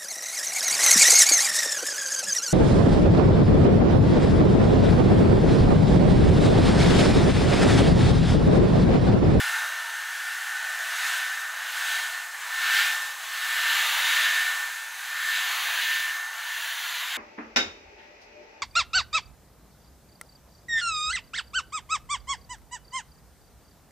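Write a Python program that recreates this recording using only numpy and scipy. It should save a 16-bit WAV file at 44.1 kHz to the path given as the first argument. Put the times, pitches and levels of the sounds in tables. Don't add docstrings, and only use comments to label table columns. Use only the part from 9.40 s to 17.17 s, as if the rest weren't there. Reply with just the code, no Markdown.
import sys
import numpy as np
from scipy import signal
from scipy.fft import rfft, irfft
from scipy.io import wavfile
from scipy.ndimage import uniform_filter1d, map_coordinates

SR = 44100
rng = np.random.default_rng(int(sys.argv[2]) if len(sys.argv) > 2 else 0)


def inscribe(sig):
    pcm = np.round(np.clip(np.atleast_2d(sig).T, -1, 1) * 32767)
    wavfile.write(sys.argv[1], SR, pcm.astype(np.int16))


def rack_gain(trim_db):
    fader = np.asarray(trim_db, float)
    return 10 ** (fader / 20)


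N = 342657
TIME = np.arange(N) / SR
FRAME = 2048
TOP_HZ = 15765


def unit(x):
    return x / np.sqrt(np.mean(x ** 2) + 1e-20)


def curves(rows):
    s, *columns = np.transpose(rows)
    return [np.interp(TIME, s, column) for column in columns]


def tents(rows):
    return sum(size * np.clip(1 - abs(TIME - s) / half, 0, 1) for s, half, size in rows)


def wobble(rate):
    knots = rng.standard_normal(int(N * rate / SR) + 4)
    return map_coordinates(knots, [np.arange(N) * rate / SR])


def tone(hz, db, waver_hz, flutter_db):
    phase = 2 * np.pi * np.cumsum(hz + waver_hz * wobble(25)) / SR
    return np.sqrt(2) * rack_gain(db + flutter_db * wobble(20)) * np.sin(phase)


# (time [s], nearness [dB], facing [0 nose-on to 1 side-on])
PATH = [(0, 0.5, 0.065), (.45, -7.5, .02), (1.38, -5.5, 0.051), (1.68, 1, 0.11), (2.1, -8.5, .1),
        (2.53, 1, 0.22), (2.9, -10, 0.11), (3.1, -5, 0.3), (3.38, 7.5, 0.47), (3.758, -8.5, 0.27),
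        (4.35, 6, 0.85), (4.85, 6, 0.7), (5.5, -9.5, 0.32), (5.95, 2, 0.88), (6.5, 3.5, .95),
        (6.9, -8.5, 0.32), (7.2, -2.5, 0.83), (7.77, 0.1, 1)]
# (time [s], half length [s], depth [0-1])
TURNS = [
    (4.53, 0.25, 1),
    (6.22, 0.26, 0.97),
    (7.52, 0.32, 0.6),
]


def level(law):
    base_db, per_near_db, side_on_db, turn_db = law
    near_db, facing = curves(PATH)
    return base_db + per_near_db * near_db + side_on_db * facing + turn_db * tents(TURNS)


# (time [s], half length [s], stretch [ratio])
COMB_DIPS = [
    (4.6, .55, -.105),
    (5.5, .3, -.08),
    (6.3, .7, -.115),
    (7.3, .9, -.12),
]


def spectrum(points, hz):
    corner_hz, db = np.transpose(points)
    return rack_gain(np.interp(np.log(hz + 1), np.log(corner_hz), db, left=-120))


def rush(colours, patchy_db, slide=0):
    hz, t, z = signal.stft(rng.standard_normal(N + FRAME), SR, nperseg=FRAME)
    stretch = 1.1 + np.interp(t * SR, np.arange(N), tents(COMB_DIPS))
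    nose = spectrum(colours[0], hz[:, None])
    flank = spectrum(colours[1], hz[:, None] / stretch ** slide)
    path_s, _, facing = np.transpose(PATH)
    turn = np.clip(np.interp(t, path_s, facing), 0, 1)
    heard = hz < TOP_HZ
    nose_power = nose ** 2 / np.mean(nose[heard] ** 2)
    flank_power = flank ** 2 / np.mean(flank[heard] ** 2, axis=0)
    colour = np.sqrt((1 - turn) * nose_power + turn * flank_power)
    patches = uniform_filter1d(rng.standard_normal(z.shape), size=4, axis=0)
    patches = unit(uniform_filter1d(patches, size=10, axis=1))
    z = z * colour * heard[:, None] * rack_gain(patchy_db * patches)
    return unit(signal.istft(z, nperseg=FRAME)[1][:N])


# (frequency [Hz], density [dB per Hz])
DUCT = [
    [(680, -44), (1150, -16), (1480, -1.5), (1690, -2), (1750, -2.5), (1840, -7), (1900, -5), (2250, -17), (2920, -48), (4950, -120)],
    [(680, -42), (1150, -18), (1290, -18), (1410, -3.5), (1580, -0.5), (1740, 1), (1940, -7), (2250, -9), (2920, -30), (4950, -120)],
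]
# (level at nearness 0 [dB], slope [dB per dB nearness], side-on gain [dB], turn gain [dB])
DUCT_LAW = (-30.5, 0.8056, -2.8, -3)
# (time [s], half length [s], level [dB])
DUCT_SPOTS = [
    (.25, .2, 2),
    (1.5, .12, -2),
    (2.3, 0.13, -3),
    (2.75, 0.33, -3.5),
    (3.78, 0.34, -5),
    (5.45, 0.3, -5.5),
    (7.6, 2, -2.5),
]


def duct(judder):
    db = level(DUCT_LAW) + tents(DUCT_SPOTS) + 0.15 * judder
    return rack_gain(db) * rush(DUCT, patchy_db=1.7)


# (frequency [Hz], density [dB per Hz])
EXHAUST = [
    [(1180, -36), (2000, -2.5), (2470, -3), (2830, -1.5), (3360, -4.5), (3660, -4), (5300, -12.5), (6890, -21), (11700, -120)],
    [(1180, -42), (2000, 1), (2410, -2), (2850, 0.5), (3810, 0), (5300, -16.5), (6890, -42), (11700, -120)],
]
# (level at nearness 0 [dB], slope [dB per dB nearness], side-on gain [dB], turn gain [dB])
EXHAUST_LAW = (-33, 1.15, -0.1, -0.7)
# (time [s], half length [s], level [dB])
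EXHAUST_SPOTS = [
    (.8, 0.55, 0.5),
    (3.58, 0.14, -2),
    (5.2, 0.24, -0.5),
]


def exhaust(judder):
    db = level(EXHAUST_LAW) + tents(EXHAUST_SPOTS) + 0.3 * judder + 0.3 * wobble(14)
    return rack_gain(db) * rush(EXHAUST, patchy_db=1.55, slide=0.6)


# (time [s], pitch [Hz])
WHINE_HZ = [(0, 1795), (.35, 1797), (1.4, 1792), (2.15, 1796), (2.6, 1790), (3, 1795), (3.35, 1788),
            (4, 1791), (4.45, 1786), (4.65, 1794), (5.25, 1793), (5.8, 1787), (6.15, 1784), (6.35, 1792),
            (7.3, 1784), (7.77, 1793)]
# (level at nearness 0 [dB], slope [dB per dB nearness], side-on gain [dB], turn gain [dB])
WHINE_LAW = (-33, 0.84, -1.7, -10)
# (time [s], half length [s], level [dB])
WHINE_SPOTS = [(.6, 0.46, 1.5), (1.3, 0.19, 3.5), (1.58, 0.23, -5), (2.0, 0.12, 4), (2.32, 0.21, -8.5),
               (2.56, 0.072, 0.5), (3.0, 0.16, -6.5), (3.18, 0.072, 3.5), (3.56, 0.12, 2), (3.83, .13, -8),
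               (5.1, 0.37, 5), (5.58, 0.11, -6), (5.9, .2, 3.5), (6.7, 0.38, 5), (7.0, 0.12, -4),
               (7.4, 0.18, -11), (7.68, .1, -14)]


def gear_whine():
    return tone(*curves(WHINE_HZ), level(WHINE_LAW) + tents(WHINE_SPOTS), waver_hz=1.2, flutter_db=1.1)


# (frequency [Hz], density [dB per Hz])
NOZZLE = [
    [(2820, -35), (4800, -11), (5630, -4.5), (6180, -2.5), (6530, -1.5), (6830, -3), (7690, -2.5), (9050, -6.5), (10400, -4.5), (11700, -10), (13800, -7), (15700, -15)],
    [(2820, -16), (4800, -3.5), (5410, -12), (5740, -1), (6210, -0.5), (7240, -0.5), (8280, -12), (9010, -8), (9800, -2.5), (11000, -7), (13500, -3.5), (15100, -11.5), (15700, -2)],
]
# (level at nearness 0 [dB], slope [dB per dB nearness], side-on gain [dB], turn gain [dB])
NOZZLE_LAW = (-37.5, 0.8, -1.04, -0.2)
# (time [s], half length [s], level [dB])
NOZZLE_SPOTS = [
    (6.3, 0.55, -0.5),
    (7.7, .6, -1),
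]


def nozzle(judder):
    db = level(NOZZLE_LAW) + tents(NOZZLE_SPOTS) + 0.2 * judder + 0.4 * wobble(8)
    return rack_gain(db) * rush(NOZZLE, patchy_db=1.5, slide=1)


# (frequency [Hz], density [dB per Hz])
HOUSING = [
    [(180, -90), (300, -51), (370, -50), (430, -29), (500, -33), (550, -19), (605, -25.5), (640, -14), (780, -10), (890, -5), (990, -9.5), (1250, -6.5), (1350, -8.5), (1760, -25.5), (2970, -120)],
    [(180, -67), (300, -41), (398, -25), (443, -27.5), (596, -19), (693, -7.5), (786, -10), (920, -2.5), (1180, 0), (1270, -5), (1350, -0.5), (1760, -24), (2970, -120)],
]
# (level at nearness 0 [dB], slope [dB per dB nearness], side-on gain [dB], turn gain [dB])
HOUSING_LAW = (-40.5, 0.54, -3, .5)
# (time [s], half length [s], level [dB])
HOUSING_SPOTS = [
    (.85, .6, -2.5),
    (1.62, 0.16, -0.5),
    (4.55, 0.88, 3),
    (6.2, 0.33, 3.5),
    (7.15, 0.35, -2),
]


def housing(judder):
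    db = level(HOUSING_LAW) + tents(HOUSING_SPOTS) + 0.13 * judder + 0.68 * wobble(6)
    return rack_gain(db) * rush(HOUSING, patchy_db=1.86, slide=0.72)


def air():
    judder = wobble(12)
    return duct(judder) + exhaust(judder) + nozzle(judder) + housing(judder)


# (frequency [Hz], density [dB per Hz])
VANE = [(6300, -63), (6380, -24), (6450, 2), (6480, 0), (6510, -20), (6580, -33), (6680, -120)]
# (level at nearness 0 [dB], slope [dB per dB nearness], side-on gain [dB], turn gain [dB])
VANE_LAW = (-49, .9, -11, -8)
# (time [s], half length [s], level [dB])
VANE_BEAMS = [
    (1.1, 0.51, -11),
    (4.95, .4, 0),
    (6.9, 0.27, 11),
]


def vanes():
    return rack_gain(level(VANE_LAW) + tents(VANE_BEAMS)) * rush((VANE, VANE), patchy_db=1.5)


# (time [s], pitch [Hz], level [dB])
PUMP = [
    (0, 755, -37),
    (.6, 758, -48.5),
    (1.4, 757, -42.5),
    (2.1, 753, -45.5),
    (2.7, 748, -42),
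    (2.95, 756, -57),
    (7.77, 761.7, -81),
]


def pump():
    hz, db = curves(PUMP)
    stroke = tone(hz, db - 18, waver_hz=0.3, flutter_db=1.5)
    return stroke + tone(2 * hz, db, waver_hz=4.4, flutter_db=1.5)


# (level at nearness 0 [dB], slope [dB per dB nearness], side-on gain [dB], turn gain [dB])
BLADE_LAW = (-64, -0.1, 2.5, 2)
# (time [s], half length [s], level [dB])
BLADE_BEAMS = [
    (.7, .9, 5),
    (4.4, .3, 18),
    (6.15, .35, 18),
    (7.5, .45, 13),
]


def fan_blades():
    hz = 4283 + 47 * np.exp(-TIME / 2.6)
    db = level(BLADE_LAW) + tents(BLADE_BEAMS)
    blades = tone(hz, db, waver_hz=4, flutter_db=1.5)
    still_db = np.interp(TIME, [1.3, 1.5], [-4, -20])
    for order in (4 / 3, 2):
        blades += tone(order * hz, db + still_db - 2 * order, waver_hz=4, flutter_db=2)
    return blades


# (pitch [Hz], level [dB])
HUM = (479.5, -73.5)


def mains_hum():
    hz, db = HUM
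    hum_db = db + 0.34 * curves(PATH)[0] - 0.45 * TIME + 2.7 * wobble(2.3)
    return tone(np.full(N, hz), hum_db, waver_hz=3.5, flutter_db=1.5)


# (frequency [Hz], density [dB per Hz])
WHEELS = [(53, -54), (90, -30), (122, -21), (242, -1.5), (274, -3.5), (340, 4.5), (440, -23), (750, -120)]
# (level at nearness 0 [dB], slope [dB per dB nearness], side-on gain [dB], turn gain [dB])
WHEELS_LAW = (-80.5, 0.43, -3, -3)
# (start [s], end [s], level [dB])
REST = (0.44, 1.4, -7)


def wheels():
    start, end, db = REST
    resting = 1. * (TIME > start) * (TIME < end)
    rest_db = db * uniform_filter1d(resting, size=4000)
    return rack_gain(level(WHEELS_LAW) + rest_db + 3 * wobble(8.1)) * rush((WHEELS, WHEELS), patchy_db=1.5)


def scene():
    mix = air() + gear_whine() + vanes() + pump() + fan_blades() + mains_hum() + wheels()
    heard = np.fft.rfftfreq(N + 1, 1 / SR) < TOP_HZ
    mono = irfft(rfft(mix, N + 1) * heard, N + 1)[:N]
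    return np.tile(mono, (2, 1))


def low_pass(x):
    return signal.sosfilt(signal.butter(12, 16950, fs=SR, output="sos"), x)


# (time [s], low edge [Hz], high edge [Hz])
FLICKERS = [(.4995, 11700, 13900), (1.289, 6300, 7700), (1.289, 10300, 12500), (1.289, 13700, 16000),
            (1.312, 10300, 12500), (1.684, 6800, 8400), (1.684, 14500, 16000), (1.777, 11700, 13200),
            (2.473, 6800, 8400), (2.473, 9600, 11100), (2.682, 7500, 9100), (3.03, 5100, 7000),
            (3.03, 8200, 9700), (3.03, 13700, 15300), (3.449, 7500, 10400), (3.449, 12300, 16000),
            (3.541, 5100, 6400), (3.611, 6800, 9100), (3.634, 4200, 6400), (3.634, 8200, 9700),
            (4.075, 8200, 9700), (6.722, 8900, 10400), (6.722, 13000, 14600), (7.419, 7500, 9100),
            (7.489, 6300, 8400), (7.698, 4600, 5800), (7.698, 11000, 13200)]


def record(dry):
    side = np.zeros(N)
    hz = np.fft.rfftfreq(FRAME, 1 / SR)
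    rise = np.cumsum(np.kaiser(FRAME // 2, 4 * np.pi))
    window = np.sqrt(np.r_[rise, rise[::-1]] / rise[-1])
    for s, low, high in FLICKERS:
        middle = round(s * SR)
        frame = slice(middle - FRAME // 2, middle + FRAME // 2)
        band = (hz > low) & (hz < high)
        size = np.sqrt(np.mean(np.abs(rfft(dry[0, frame])[band]) ** 2) / FRAME)
        fresh = irfft(rfft(rng.standard_normal(FRAME)) * band)
        side[frame] += rack_gain(-4) * size * window * fresh
    return low_pass(dry + [side, -side])


dry = scene()
out = record(dry)
inscribe(out)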